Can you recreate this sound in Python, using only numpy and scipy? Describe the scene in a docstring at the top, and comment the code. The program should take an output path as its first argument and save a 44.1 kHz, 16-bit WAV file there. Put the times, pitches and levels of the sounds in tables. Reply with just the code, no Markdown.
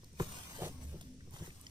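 """Faint wet ticks come first, then a knock: a bare hand scoops moist worm bedding in a plastic bin.
Close by, the fingers plough through crackling crumbs, rub the bin floor, then dig a second time.
Knocks and rubbing make the bin ring; wet crumbs snap in between, and a bubble bursts near the end.
Behind it all, faint low tones swell and fade over a quiet room rumble and hiss."""
import sys
import numpy as np
from scipy import signal
from scipy.fft import rfft, irfft
from scipy.io import wavfile

SR = 44100
rng = np.random.default_rng(int(sys.argv[2]) if len(sys.argv) > 2 else 0)


def master_out(mix):
    """Clip the mix to full scale and print it as 16-bit PCM to the path in sys.argv[1]."""
    frames = np.transpose(np.atleast_2d(mix))
    ceiling = np.clip(frames, -1, 1)
    pcm = np.round(ceiling * 32767).astype(np.int16)
    wavfile.write(sys.argv[1], SR, pcm)


N = 74970

# tone of the room's rumble and of its hiss (frequency [Hz], gain [dB])
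RUMBLE_COLOUR = [(15, 7), (25, -18), (65, 5), (130, 0.5), (184, -2.5), (226, -7.5), (267, -6), (334, -16.5),
                 (501, -15), (700, -27.5), (910, -114), (1540, -120)]
HISS_COLOUR = [(300, -18), (700, -39), (1500, 3.5), (3000, 4.5), (4800, 6), (5700, 11), (6800, 4),
               (9500, 3), (14000, -43)]
# how the rumble rises and falls (time [s], gain [dB])
RUMBLE_SWELL = [(0, -7.5), (.17, -4.5), (.27, 3.5), (.45, -4), (.7, 3), (1.15, -0.5), (1.4, -2.5),
                (1.7, -3.5)]
# low tones (pitch [Hz], start [s], loudest moment [s], end [s], peak level [dB])
LOW_TONES = [(73, 0.71, 0.9, 1.015, -42), (255, 1.004, 1.111, 1.216, -51), (252, 0.595, 0.61, 1.3, -59)]
# ringing of the bursting bubble (pitch [Hz], level [dB], time to fade by 60 dB [s])
BUBBLE_RING = [(1990, -47, 0.025), (3070, -41, 0.018), (4680, -41.5, 0.014), (5170, -36.5, .012),
               (5750, -43, 0.019), (7130, -48, 0.04)]
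# wet crumbs snapping (time [s], peak level [dB], centre [Hz], width [Hz], fade time [s])
WET_TICKS = [(0.033, -54.5, 670, 690, 0.0019), (0.0439, -44.5, 5950, 12000, 0.0019),
             (0.0426, -55, 4830, 1300, 0.0021), (0.131, -52, 8500, 4000, 0.0013),
             (0.198, -29.5, 1020, 835, 0.0052), (0.198, -38, 9100, 18000, 0.0016),
             (0.221, -39.5, 1160, 595, 0.0028), (0.219, -40.5, 9000, 12100, 0.007),
             (0.621, -36, 740, 600, 0.0021), (0.653, -46, 920, 800, 0.0031),
             (0.662, -43, 6000, 9000, 0.0046), (0.833, -49, 8200, 2500, 0.007),
             (1.0105, -42, 5500, 12100, 0.0057), (1.012, -54, 645, 600, 0.0018),
             (1.011, -51, 3200, 1400, 0.0023), (1.025, -53.5, 3400, 800, 0.0036),
             (1.206, -54, 1800, 450, 0.0026), (1.309, -39.5, 10900, 14000, 0.00068),
             (1.338, -45.5, 6100, 5000, 0.0017), (1.364, -43.5, 970, 710, 0.0016),
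             (1.387, -48, 4100, 1800, 0.0028), (1.401, -49, 1110, 450, 0.0017),
             (1.46, -41.5, 8400, 7000, 0.002), (1.47, -48.5, 1050, 714, 0.0026),
             (1.504, -46, 2540, 900, 0.0022), (1.613, -37.5, 11500, 13800, 0.00094)]
# ringing of the filled bin (pitch [Hz], relative level [dB], time to fade by 60 dB [s])
BIN_RING = [(67, -54, 0.037), (157.6, 6, 0.084), (366, -3.5, 0.16), (394, 4, 0.042), (471.6, -0.5, 0.059),
            (577, -7, 0.024), (734, -7.5, 0.046), (930, -12, 0.043), (1057, -12.5, 0.076),
            (1210, -12.5, 0.13), (1680, -5.5, 0.023)]
# fingers knocking the bin (time [s], peak level [dB], softness of the touch [ms])
KNOCKS = [(0.0324, -53, 0.66), (0.137, -51.5, 0.61), (0.1995, -28, 0.44), (0.204, -21.5, 0.54),
          (0.209, -29.5, 2.6), (0.218, -30, 7.5), (0.2277, -34.5, 0.13), (0.373, -46, 3.7),
          (0.584, -41, 0.66), (.615, -39.5, 1.4), (.638, -37, 2.7), (0.6207, -31.5, 0.41),
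          (0.669, -45.5, 5.9), (.943, -36.5, 1.13), (0.955, -40.5, 0.93), (1.275, -48.5, 0.29),
          (1.339, -42.5, 6.3), (1.41, -37, 3.9), (1.422, -35, 2.4), (1.478, -41.5, 0.68)]
# fingers rubbing the bin floor (start [s], rise [s], fall [s], level [dB], softness of the touch [ms])
RUBS = [(0.45, 0.035, 0.043, -58, 4), (0.575, 0.064, 0.068, -39.5, 0.35), (0.911, 0.015, 0.07, -56, 1),
        (1.343, 0.084, 0.042, -60, 1.2)]
# tone of the rubbing (frequency [Hz], gain [dB])
RUB_COLOUR = [(60, -17), (150, 13), (250, 2), (400, 4), (600, 13), (800, 8.5), (1100, -3), (2000, -2.5)]
# tone of the crackle (frequency [Hz], gain [dB])
CRACKLE_COLOUR = [(120, -33), (220, -8), (400, -5.5), (700, -1.5), (1100, -1), (1500, -7), (2500, -6),
                  (3500, -7), (4800, -8), (6400, -3), (7300, -7.5), (8400, -5), (10000, -5.5),
                  (11500, -29.5), (12400, -6), (13500, -7), (15000, -17)]
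# how hard the hand stirs the crumbs (time [s], gain [dB])
STIRRING = [(0, -74.5), (.14, -75), (.188, -62.5), (.204, -53), (.225, -50.5), (.25, -57), (.335, -53),
            (.385, -54.5), (.47, -57), (.53, -54.5), (.6, -55), (.665, -52.5), (.705, -61.5), (.77, -68),
            (.83, -63), (.96, -68), (1.06, -68.5), (1.15, -79), (1.3, -77), (1.34, -59), (1.41, -62.5),
            (1.46, -57.5), (1.51, -66), (1.6, -66), (1.7, -69.5)]
# how much louder the digging is on the left (frequency [Hz], left minus right [dB])
LEFT_LEAN = [(100, 0.5), (280, 1.5), (500, 1), (1000, 4.5), (2000, 4.5), (4500, 0)]

HAND_LAG_MS, BIN_LAG_MS = 0.2212, 0.12  # both sounds reach the right side first
CRUMBS_PER_S, CRUMB_DB = 6500, 4.5
CLUMPS_PER_S, CLUMP_DB = 150, 1  # crumbs give way in clumps, so their level flickers
SIZZLE_DB, GRIT_DB = -9, -13  # relative to the direct crackle and to the rub

TIME = np.arange(N) / SR  # seconds at each sample
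FREQS = np.maximum(np.arange(N // 2 + 1) * SR / N, 1)  # Hz at each point of a spectrum


def undb(db):
    """Turn decibels into a gain to multiply by."""
    return 10 ** (np.asarray(db) / 20)


def unit(x):
    """Scale a sound to an average (rms) level of 1."""
    return x / np.sqrt(np.mean(x ** 2) + 1e-20)


def curve(rows):
    """Gain over time from (time [s], gain [dB]) points."""
    return undb(np.interp(TIME, *np.array(rows).T))


def across(rows):
    """Join (frequency [Hz], value) points into a line over the whole spectrum."""
    hz, value = np.array(rows).T
    return np.interp(np.log(FREQS), np.log(hz), value)


def filtered(x, gain):
    """Give each frequency of a sound its own gain."""
    return irfft(rfft(x) * gain, N)


def colour(x, rows):
    """Shape the tone with (frequency [Hz], gain [dB]) points."""
    return filtered(x, undb(across(rows)))


def resonate(x, hz, width_hz):
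    """Keep a band around one frequency and weaken the rest."""
    return filtered(x, 1 / (1 + 1j * (FREQS / hz - hz / FREQS) * hz / width_hz) ** 2)


def soften(x, softness_ms):
    """A fleshy fingertip spreads its push over time, which dulls the treble."""
    return filtered(x, 1 / (1 + 2j * FREQS * softness_ms / 1000) ** 2)


def stereo(x, lag_ms):
    """The same sound on both sides, a little later on the left."""
    return np.array([filtered(x, np.exp(-2j * np.pi * FREQS * lag_ms / 1000)), x])


def since(start):
    """Seconds since a moment, zero before it."""
    return np.maximum(TIME - start, 0)


def wander(per_s):
    """Glide between random values, mostly between -1 and 1."""
    return np.interp(TIME * per_s, np.arange(1000), rng.standard_normal(1000))


def clicks(per_s, spread_db):
    """Random clicks, most small and a few large."""
    happens = rng.random(N) < per_s / SR
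    size = undb(spread_db * np.minimum(rng.exponential(size=N), 6))
    return happens * size * rng.choice([-1, 1], N)


def ring(tones, start=0, fade_scale=1):
    """A struck object rings with several pure tones that die away."""
    t = since(start)
    return sum(undb(db) * np.sin(2 * np.pi * hz * t) * undb(-60 * t / (fade_s * fade_scale))
               for hz, db, fade_s in tones)


def room(rumble_db=-52, hiss_db=-68.5):
    """A rumble, nearly alike in both ears, and a wide, faint hiss."""
    rumble = colour(rng.standard_normal(N) + 0.21 * rng.standard_normal((2, N)), RUMBLE_COLOUR)
    rumble = filtered(rumble, 1 / (1 + (FREQS / 600) ** 4))  # fades out above 600 Hz
    hiss = colour(0.42 * rng.standard_normal(N) + rng.standard_normal((2, N)), HISS_COLOUR)
    return unit(rumble) * undb(rumble_db) * curve(RUMBLE_SWELL) + unit(hiss) * undb(hiss_db)


def low_tones():
    """Soft low tones swell, waver a little in pitch and fade."""
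    out = np.zeros(N)
    for hz, start, top, end, db in LOW_TONES:
        pitch = hz * (1 + 0.008 * wander(per_s=20))
        swell = np.interp(TIME, [start, top, end], [0, 1, 0])
        out += undb(db) * swell * np.sin(2 * np.pi * np.cumsum(pitch) / SR)
    return out


def bubble(start=1.6661, rise_s=0.0008):
    """One small bubble bursts and rings briefly."""
    return ring(BUBBLE_RING, start) * (1 - np.exp(-since(start) / rise_s))


def wet_ticks():
    """Wet crumbs snap one by one, each a tiny burst of noise."""
    out = np.zeros(N)
    for start, db, hz, width_hz, fade_s in WET_TICKS:
        t = since(start)
        burst = rng.standard_normal(N) * (t > 0) * np.exp(-t / fade_s)
        tick = resonate(burst, hz, width_hz)
        out += undb(db) * tick / np.abs(tick).max()
    return out


def finger_knocks(bass_cut_hz=30):
    """Each knock sets the plastic bin ringing; a softer touch sounds duller."""
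    out = np.zeros(N)
    for start, db, softness_ms in KNOCKS:
        knock = soften(ring(BIN_RING, start), softness_ms)
        knock = filtered(knock, 1 / (1 + bass_cut_hz / (1j * FREQS)))  # the bin gives off little deep bass
        out += undb(db) * knock / np.abs(knock).max()
    return out


def finger_rubs():
    """Fingers stick and slip on the bin floor, making it ring and dragging grit along."""
    out = np.zeros(N)
    damped_bin = ring(BIN_RING, fade_scale=0.58)
    for start, rise, fall, db, softness_ms in RUBS:
        slips = np.diff(clicks(per_s=1300, spread_db=1.5), prepend=0)
        ringing = signal.fftconvolve(slips, damped_bin)[:N]
        rub = unit(colour(soften(ringing, softness_ms), RUB_COLOUR))
        grit = unit(resonate(clicks(CRUMBS_PER_S, spread_db=1.5), hz=3230, width_hz=2400))
        stroke = np.interp(TIME, [start, start + rise, start + rise + fall], [0, 1, 0])
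        out += undb(db) * (rub + undb(GRIT_DB) * grit) * stroke
    return out


def wall_echoes(x, count=32, fade_s=0.0037, changes_per_s=17, gain_db=3):
    """Quick echoes off the bin walls differ left and right, and change as the hand moves."""
    echoes = rng.standard_normal((count, 2, SR // 50)) * np.exp(-TIME[:SR // 50] / fade_s)
    echoes /= np.sqrt(np.sum(echoes ** 2, axis=-1, keepdims=True))
    hand_place = np.minimum(TIME * changes_per_s, count - 1)
    out = np.zeros((2, N))
    for place, echo in enumerate(echoes):
        blend = np.sqrt(np.maximum(1 - np.abs(hand_place - place), 0))
        out += blend * signal.oaconvolve(x[None], echo, axes=1)[:, :N]
    return undb(gain_db) * out


def crumbs():
    """Stirred crumbs make a dense crackle; films of water snap between them and add a sizzle."""
    near, far = (unit(clicks(CRUMBS_PER_S, spread_db=3)) for _ in range(2))
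    crackle = stereo(near, HAND_LAG_MS) + wall_echoes(0.82 * near + far)
    sizzle = unit(resonate(clicks(per_s=1100, spread_db=1.7), hz=11600, width_hz=7300))
    crackle += undb(SIZZLE_DB) * stereo(sizzle, HAND_LAG_MS)
    loudness = curve(STIRRING) * undb(CRUMB_DB + CLUMP_DB * wander(CLUMPS_PER_S))
    return unit(colour(crackle, CRACKLE_COLOUR)) * loudness


def scene():
    """The digging, a little louder on the left, over the low tones and the room."""
    digging = crumbs()
    digging += stereo(finger_knocks() + finger_rubs(), BIN_LAG_MS)
    digging += stereo(wet_ticks() + bubble(), HAND_LAG_MS)
    lean_db = across(LEFT_LEAN)
    return filtered(digging, undb([lean_db / 2, -lean_db / 2])) + low_tones() + room()


def record(dry):
    """Cut away the highest treble, above 15500 Hz."""
    return signal.sosfilt(signal.ellip(8, .2, 70, 15500, fs=SR, output="sos"), dry)


dry = scene()
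out = record(dry)
master_out(out)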